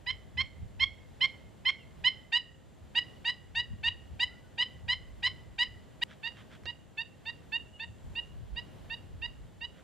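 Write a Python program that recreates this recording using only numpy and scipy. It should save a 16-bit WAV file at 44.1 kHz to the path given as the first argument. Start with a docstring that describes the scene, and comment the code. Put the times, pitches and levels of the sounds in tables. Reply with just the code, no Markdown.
"""A waterbird repeats short, rising, nasal calls on a lake shore. Its voice box makes the tone, and its
throat and bill shape it. Each call has one close reflection and a faint trail from the open land.
One call breaks off abruptly, and the later ones are softer. Wind rumbles on the microphone, a hand
brushes and knocks the camera, far birds whistle, and water and reeds hiss."""
import sys
import numpy as np
from scipy import signal
from scipy.fft import rfft, irfft, next_fast_len
from scipy.io import wavfile

SR = 44100
rng = np.random.default_rng(int(sys.argv[2]) if len(sys.argv) > 2 else 0)


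def generate_wav(signal):
    """Clip the signal to [-1, 1] and save it as 16-bit WAV at the path in sys.argv[1]."""
    frames = np.transpose(np.atleast_2d(signal))
    scaled = np.clip(frames, -1, 1) * 32767
    pcm = np.round(scaled).astype(np.int16)
    wavfile.write(sys.argv[1], SR, pcm)


N = 433503
TIME = np.arange(N) / SR
SIDES = np.array([[.5], [-.5]])  # left, right
# Where the bird sits between the ears. Each row: time in seconds, left minus right in dB.
BIRD_LEAN = [(0, -4.5), (1.4, -4), (2.3, -3.5), (3.6, -1.2), (6.02, -1.2), (6.22, -6.5), (7.9, -4),
             (9.7, -5.5)]


def waterbird(break_s=6.0368, resume_s=6.2, trail_db=-2, catch_lead_s=0.0049, catch_db=9):
    """Two runs of calls; the first stops dead in the middle of a call, trail and all."""
    # Each row: start in seconds, length in seconds, halfway pitch in Hz, relative level in dB, boost of
    # the third harmonic in dB, swell in dB, roughness from 0 to 1, reflection delay in milliseconds.
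    calls = [(0.061, .06, 1009, -36, -0.5, -0.5, 0.58, 2.24),
             (.37, 0.056, 1045, -33, -0.5, 7.5, 0.64, 2.57),
             (0.794, 0.056, 1061, -30.5, 1, 7.5, 0.46, 5.55),
             (1.205, 0.059, 1046, -30, 1.5, 0.5, 0.65, 3.66), (1.649, 0.062, 1049, -31, 1.5, 4, 0.64, 2.6),
             (2.038, .057, 1005, -29, 3, 1.5, 0.42, 4.26), (2.319, 0.067, 954.6, -30.5, 1.7, -1, 0.45, 3.8),
             (2.947, .055, 955, -32, 3.5, 3.5, 0.5, 4.5), (3.244, 0.069, 955, -33, -0.5, 4, 0.6, 8.7),
             (3.547, 0.068, 938.4, -33, -1, 5, 0.34, 8.63), (3.83, 0.069, 932, -33, 2.5, 3.5, 0.59, 3.85),
             (4.193, 0.057, 965.3, -30, -1.3, 0, .43, 4), (4.576, 0.064, 972, -32.5, 1.5, 4.5, 0.55, 6.6),
             (4.879, 0.066, 991.6, -31, -1.5, 1, 0.58, 6.2),
             (5.225, 0.061, 987.3, -30, -2.5, 3, 0.68, 6.67),
             (5.581, 0.065, 972, -29.5, -1.5, -4, 0.57, 4.1),
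             (6.013, 0.036, 965.3, -31.5, -0.5, 8, 0.54, 2.7), (6.227, 0.063, 921, -41, 0, 6, 0.56, 13.63),
             (6.653, .063, 944, -44.5, 2.5, 5, 0.37, 5.31), (6.97, 0.059, 911, -41, 2.7, 5, 0.24, 3.4),
             (7.251, 0.059, 919, -41.5, -0.8, 7.5, .33, 4.7), (7.517, 0.06, 916, -39, 5, 0.5, 0.17, 1.35),
             (7.791, 0.064, 911, -43.5, -0.8, -2.5, 0.46, 3.1),
             (8.149, 0.056, 931, -45, 8.5, 4.5, 0.26, 2.01), (8.556, 0.051, 950, -43, 1.5, 7, 0.37, 4.26),
             (8.894, 0.059, 922, -42.5, 0.5, 7.5, 0.2, 3.4), (9.214, .058, 938, -42.5, 3, 5, 0.25, 1.86),
             (9.604, .057, 941, -45.5, 3.5, 12, 0.35, 4.4)]
    first, second = np.zeros((2, 2, N))
    for row in calls:
        start_s = row[0]
        run = first if start_s < resume_s else second
        add(run, start_s - catch_lead_s, gain_of(catch_db) * catch(row))
        add(run, start_s, call(row))
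    first += gain_of(trail_db) * swaying(shore(first))
    second += gain_of(trail_db) * swaying(shore(second))
    return first * (TIME < break_s) + second


def call(row, scoop=0.1002, scoop_s=.004, bend=0.13, attack_s=0.017, release_s=0.012,
         jitter=0.049, shimmer=0.6, rasp_db=-23, full_force_db=-27):
    """The voice box locks on a rising pitch, then frays; its delayed reflection beats against it."""
    # Resonances of the throat and bill. Each row: frequency in Hz, gain in dB.
    throat = [(900, -19), (1080, -18), (1820, -3.5), (1960, -3.3), (2120, 1), (2750, 0.5), (3200, -0.06),
              (3700, -6), (3950, -7), (4200, -10), (4600, -14), (4850, -14), (5200, -19)]
    # Harmonics above the fifth. Each row: frequency in Hz, dB relative to the fifth at full force.
    overtones = [(5600, -15), (6200, -22), (6900, -15.5), (7600, -16.5), (8600, -21), (9600, -26),
                 (11500, -33), (15000, -40)]
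    # Extra lean between the ears. Each row: frequency in Hz, left minus right in dB.
    extra_lean = [(1000, -4.2), (2000, -1.2), (3000, 0), (4000, -.8), (5000, -3.2), (6000, 3), (9000, 3)]
    # Phase between the two microphone openings. Each row: frequency in Hz, left's lead in radians.
    left_lead = [(950, .7), (1900, .05), (2900, -.2), (4100, -.25), (5200, 0), (6000, .7), (8700, .6),
                 (10500, 1.8)]
    # Tone of the rasp in the voice. Each row: frequency in Hz, relative level in dB.
    rasp_colour = [(500, -35.5), (1000, 21.5), (2000, 6.5), (3000, -14), (4500, -23), (6000, 8),
                   (7500, -3.5), (10000, -30.5), (15000, -42.5)]
    start_s, length, pitch_hz, level_db, ring_db, swell_db, rough, delay_ms = row
    push_db = level_db - full_force_db
    force = min(gain_of(push_db), 1) ** 0.43  # soft calls are duller
    rise_hz = 110.2 + 1.85 * push_db  # loud calls glide further up
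    lean_db = along(BIRD_LEAN, start_s)
    t = np.arange(int((length + delay_ms / 1000) * SR) + 2) / SR
    progress = np.minimum(t / length, 1)
    fray = rough * (0.23 + 0.77 * np.sin(np.pi / 2 * progress) ** 4)  # nearly clean at first
    glide_hz = rise_hz * (progress - .5) * (1 - bend * (progress - .5))
    hz = pitch_hz * (1 - scoop * np.exp(-t / scoop_s)) + glide_hz
    opening = np.minimum(t / attack_s, 1)
    closing = np.clip((length - t) / release_s, 0, 1)
    cycles = np.cumsum(hz * (1 + jitter * fray * closing * wander(1500, len(t)))) / SR
    effort = (np.sin(np.pi / 2 * opening) * np.sin(np.pi / 2 * closing)) ** 2
    effort *= abs(np.sin(np.pi * progress)) ** 0.18 * gain_of(swell_db * (progress + 1))
    earlier = t - delay_ms / 1000
    bounce = 0.51 * np.exp(-delay_ms / 20)  # the reflection weakens as its path grows
    echo_cycles = np.interp(earlier, t, cycles)
    echo_effort = bounce * np.interp(earlier, t, effort, left=0)
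    out = np.zeros((2, len(t)))
    for k in range(1, 16):
        # soft calls keep more of their lowest harmonic
        boost_db = ring_db * (k == 3) - .25 * push_db * (k == 1)
        level = gain_of(level_db + read(throat, min(k, 5) * pitch_hz) + boost_db)
        flutter = shimmer * fray
        end_hz = k * hz[-1]
        if k > 5:
            flutter += 0.32  # the faint overtones are hoarse throughout
            level *= force * gain_of(read(overtones, end_hz))
        harmonic = effort * np.exp(2j * np.pi * k * cycles)
        harmonic += echo_effort * np.exp(2j * np.pi * k * echo_cycles)
        harmonic *= 1 + flutter * wander(180, len(t))
        harmonic *= gain_of(-1.2 * (k - 3) * progress)  # upper harmonics peak sooner
        stereo = ears(lean_db + read(extra_lean, end_hz)) * np.exp(1j * SIDES * read(left_lead, end_hz))
        out += level * (harmonic * stereo).real / harmonic.real.std()
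    rasp = noise(rasp_colour, len(t)) * np.sqrt(effort) * (fray + 0.094)
    return out + gain_of(level_db + rasp_db) * rasp * ears(lean_db)


def catch(row, length_s=0.015, start_ratio=0.775, end_ratio=0.846, jitter=0.035):
    """A short, hoarse creak at a lower pitch swells and then breaks into the call."""
    # Tone of the creak. Each row: frequency in Hz, relative level in dB.
    colour = [(750, -30.5), (1500, -26), (2500, -15.5), (3400, -19.5), (4200, -28.5), (5200, -25)]
    start_s, _, pitch_hz, level_db, *_ = row
    progress = np.linspace(0, 1, int(length_s * SR))
    hz = pitch_hz * (start_ratio + (end_ratio - start_ratio) * progress)
    hz *= 1 + jitter * wander(600, len(progress))
    cycles = np.cumsum(hz) / SR
    # the higher a harmonic, the later it grows
    creak = sum(gain_of(read(colour, k * hz)) * progress ** (k / 2 - .5) * np.cos(2 * np.pi * k * cycles)
                for k in range(1, 7))
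    return creak * np.sin(np.pi * progress ** 2) * gain_of(level_db) * ears(along(BIRD_LEAN, start_s))


def shore(sound, near_db=-18, near_decay_s=0.021, far_db=-23, gap_s=0.0097, likeness=0.99):
    """Sound scatters off the nearby ground, then trails away among reeds and banks."""
    # How long the trail lasts. Each row: frequency in Hz, seconds to fade by 60 dB.
    fade_times = [(1000, 0.22), (2000, 0.67), (3000, 0.5), (4000, .42), (5000, 0.53), (9000, 0.29)]
    t = np.arange(SR) / SR
    echoes = rng.standard_normal((3, SR)) * (rng.random((3, SR)) < .08) * (t > gap_s)
    echoes = np.sqrt(likeness) * echoes[:1] + np.sqrt(1 - likeness) * echoes[1:]  # shared + each ear's
    hz, frame_s, bands = signal.stft(echoes, SR, nperseg=256)
    bands = bands * 1e-3 ** (frame_s / read(fade_times, hz)[:, None])
    far = signal.istft(bands, SR, nperseg=256)[1][:, :SR]
    near = echoes * np.exp(-t / near_decay_s)
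    response = gain_of(near_db) * near / np.linalg.norm(near[0])
    response += gain_of(far_db) * far / np.linalg.norm(far[0])
    return signal.fftconvolve(sound, response, axes=1)[:, :N]


def swaying(trail, depth_radians=0.6, rate_hz=70):
    """Moving reeds and air shift the echo paths and blur the tones of the trail."""
    phase_shift = np.exp(1j * depth_radians * wander(rate_hz, N))
    return (signal.hilbert(trail, next_fast_len(N))[:, :N] * phase_shift).real


def wind(buffet_boost_db=2, surge_boost_db=1.5, surge_growth=2.1, calm_db=-61):
    """Gusts swell and die over a breeze on the microphone, as quick buffets and deep surges."""
    # The breeze. Each row: time in seconds, relative level in dB.
    breeze = [(0, -58.5), (.7, -55), (1.3, -61), (2.5, -61.5), (3.3, -60.5), (3.9, -55), (4.5, -61.5),
              (5.05, -57), (5.7, -56.5), (6.2, -65.5), (7.3, -64.5), (8.3, -55), (8.85, -59), (9.3, -53),
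              (9.8, -61.5)]
    # Each row: time of the peak in seconds, length in seconds, relative buffet and surge levels in dB.
    gusts = [(.13, 0.078, -51, -54), (0.401, 0.098, -43, -63), (0.634, 0.079, -44.5, -50),
             (0.824, 0.14, -48, -59), (1.15, 0.063, -59, -64), (1.478, 0.089, -58.5, -72),
             (2.021, .1, -53, -56), (2.848, 0.04, -53.5, -63), (3.58, .08, -54.5, -52),
             (3.725, .06, -38.5, -52), (3.868, 0.093, -46.5, -55), (4.128, 0.075, -46, -48),
             (4.875, .14, -46, -54), (5.124, 0.14, -55.5, -48), (5.5, 0.064, -47.5, -64),
             (5.718, 0.094, -53, -54), (6.67, .08, -50.5, -68), (7.6, 0.095, -58, -59),
             (7.9, 0.065, -50, -59), (8.088, 0.083, -46.5, -51), (8.405, .14, -49, -48),
             (8.547, 0.072, -56, -42.5), (8.86, 0.14, -72, -53), (9.135, 0.058, -46.5, -56),
             (9.43, 0.078, -50, -46)]
    # Tone of the buffets and of the large, deep swirls. 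Each row: frequency in Hz, relative level in dB.
    buffet_colour = [(25, -25.5), (45, -14), (65, 0), (95, 0.5), (140, -11.5), (220, -15), (400, -47),
                     (900, -46.5), (3000, -83)]
    surge_colour = [(12, -18), (28, -6), (42, 3), (56, 5), (75, -14), (150, -39), (1000, -86.5)]
    breeze_db = along(breeze, TIME)
    buffet_power = gain_of(breeze_db) ** 2
    # surges are weak in a lull but grow faster than the breeze
    surge_power = gain_of(-70.5 + surge_growth * (breeze_db - calm_db)) ** 2
    for peak_s, length, buffet_db, surge_db in gusts:
        swell = np.exp(-2 * np.pi * ((TIME - peak_s) / length) ** 2)
        buffet_power += gain_of(buffet_db) ** 2 * swell
        surge_power += gain_of(surge_db) ** 2 * swell
    buffets = eddies(buffet_colour, 10 * np.log10(buffet_power) + buffet_boost_db)
    surges = eddies(surge_colour, 10 * np.log10(surge_power) + surge_boost_db)
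    return buffets + surges


def eddies(colour, level_db, lump_db=2):
    """Lumpy swirls of air strike each microphone opening separately."""
    swirls = [evened(noise(colour, N) * gain_of(lump_db * wander(15, N))) for _ in range(2)]
    return np.array(swirls) * gain_of(level_db)


def handling(grain_db=3, lean_db=-2):
    """Skin brushes grainily over the camera's casing, which also gives a few dry ticks."""
    # Each row: start in seconds, length in seconds, relative level in dB.
    brushes = [(6.061, 0.11, -57), (6.338, 0.11, -55.5), (6.481, 0.11, -55.5), (9.721, 0.12, -63.5)]
    # Each row: start in seconds, relative level in dB, decay time in seconds.
    knocks = [(6.126, -53, .001), (6.322, -46, .001), (6.6363, -48, 0.001), (6.6559, -37.5, 0.0039),
              (6.662, -43, 0.0032)]
    # Tone of a brush and of a knock. Each row: frequency in Hz, relative level in dB.
    brush_colour = [(300, -16), (900, -6), (1600, 4), (2500, -3.5), (3400, 0), (4200, -13.5), (7000, -21.5),
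                    (15000, -42)]
    knock_colour = [(100, -7), (400, 10.5), (800, -1), (1250, -1), (1650, 10.5), (2600, -8), (4000, 6),
                    (6000, -12), (12000, -41), (15000, -48)]
    out = np.zeros((2, N))
    for start_s, length, db in brushes:
        size = int(length * SR)
        stroke = np.hanning(size) * evened(gain_of(grain_db * wander(320, size)))
        add(out, start_s, gain_of(db) * stroke * noise(brush_colour, size))
    t = np.arange(2048) / SR
    for start_s, db, decay_s in knocks:
        add(out, start_s, gain_of(db) * np.exp(-t / decay_s) * noise(knock_colour, len(t)))
    return out * ears(lean_db)


def far_birds(arch_hz=70, trail_db=3):
    """Thin, arched whistles carry across the water."""
    # Each row: start in seconds, length in seconds, first pitch in Hz, last pitch in Hz, peak in dB.
    whistles = [(1.784, 0.058, 2880, 2570, -59), (4.29, 0.085, 1300, 1400, -67),
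                (4.408, 0.096, 1470, 1370, -69), (7.723, 0.067, 2875, 2760, -54)]
    out = np.zeros((2, N))
    for start_s, length, start_hz, end_hz, db in whistles:
        progress = np.linspace(0, 1, int(length * SR))
        arch = np.sin(np.pi * progress)
        hz = start_hz + (end_hz - start_hz) * progress + arch_hz * arch
        add(out, start_s, gain_of(db) * arch * np.sin(2 * np.pi * np.cumsum(hz) / SR))
    return out + gain_of(trail_db) * shore(out)


def air(hush_db=-55, swell_db=1.25, hum_waver=0.51, hum_drift_hz=2.364):
    """A wide hush of water and reeds, a thin sizzle in the reeds and two faint, wavering tones."""
    # Tone of the hush and of the sizzle. Each row: frequency in Hz, relative level in dB.
    hush_colour = [(20, -20.5), (60, 2.5), (130, 4.5), (250, -2), (450, -6.5), (800, -11), (1300, -18.5),
                   (1900, -19), (2400, -24), (3000, -20.5), (5000, -30), (7200, -35), (10000, -35),
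                   (15000, -40)]
    sizzle_colour = [(4000, -53.5), (6000, -6), (6900, 3.5), (7600, 3), (8800, -7.5), (12000, -29.5)]
    # How alike the hush is in both ears. Each row: frequency in Hz, likeness from 0 to 1.
    likeness = [(50, 0.23), (300, 0.039), (800, 0.12), (2000, 0.82), (5000, 0.77), (12000, 0.076)]
    # Each row: time in seconds, level in dB.
    sizzle_levels = [(0, -78), (6.5, -77.5), (7.4, -78.5), (7.7, -75.5), (8.15, -74), (8.4, -79.5),
                     (9.83, -77)]
    # Each row: pitch in Hz, average level in dB.
    far_tones = [(525, -74.5), (630, -75.5)]
    left, other = rfft(noise(hush_colour, N)), rfft(noise(hush_colour, N))
    same = read(likeness, np.fft.rfftfreq(N, 1 / SR))
    right = same * left + np.sqrt(1 - same ** 2) * other
    hush = irfft(np.array([left, right]), N) * gain_of(hush_db + swell_db * wander(1.9, N))
    sizzle = np.array([noise(sizzle_colour, N) for _ in range(2)]) * gain_of(along(sizzle_levels, TIME))
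    hum = np.zeros(N)
    for hz, db in far_tones:
        level = gain_of(db) * (1 + hum_waver * wander(3.3, N))
        hum += level * np.sin(2 * np.pi * np.cumsum(hz + hum_drift_hz * wander(6, N)) / SR)
    return hush + sizzle + hum


def gain_of(db):
    """Turns decibels into a multiplier."""
    return 10 ** (np.asarray(db) / 20)


def evened(sound):
    """Scales a sound to an average strength (rms) of 1."""
    return sound / np.sqrt(np.mean(sound ** 2) + 1e-20)


def read(points, hz):
    """Reads a frequency table, giving each octave equal room."""
    table_hz, values = np.transpose(points)
    return np.interp(np.log(hz + 1), np.log(table_hz + 1), values)


def along(curve, time_s):
    """Reads a curve at the given time."""
    return np.interp(time_s, *np.transpose(curve))


def add(mix, start_s, sound):
    """Mixes a sound in at the given time."""
    part = mix[:, max(round(start_s * SR), 0):][:, :sound.shape[-1]]
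    part += sound[..., :part.shape[1]]


def noise(colour, size):
    """Noise of strength 1, shaped by a table of frequencies and levels."""
    gains = gain_of(read(colour, np.fft.rfftfreq(size, 1 / SR)))
    return evened(irfft(rfft(rng.standard_normal(size)) * gains, size))


def wander(rate_hz, size):
    """Smooth random motion of strength near 1, up to about the given rate."""
    span = next_fast_len(size + SR // 4)
    smoothing = np.exp(-(np.fft.rfftfreq(span, 1 / SR) / rate_hz) ** 2)
    return evened(irfft(rfft(rng.standard_normal(span)) * smoothing, span))[:size]


def ears(lean_db):
    """Left and right gains for a level difference."""
    return gain_of(SIDES * lean_db)


def scene():
    """Everything heard on the shore."""
    return waterbird() + far_birds() + handling() + air() + wind()


def record(dry):
    """The camera cuts off the highest treble."""
    low_pass = signal.firwin(511, cutoff=15350, window=("kaiser", 9), fs=SR)
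    return signal.oaconvolve(dry, low_pass[None], "same")


dry = scene()
out = record(dry)
generate_wav(out)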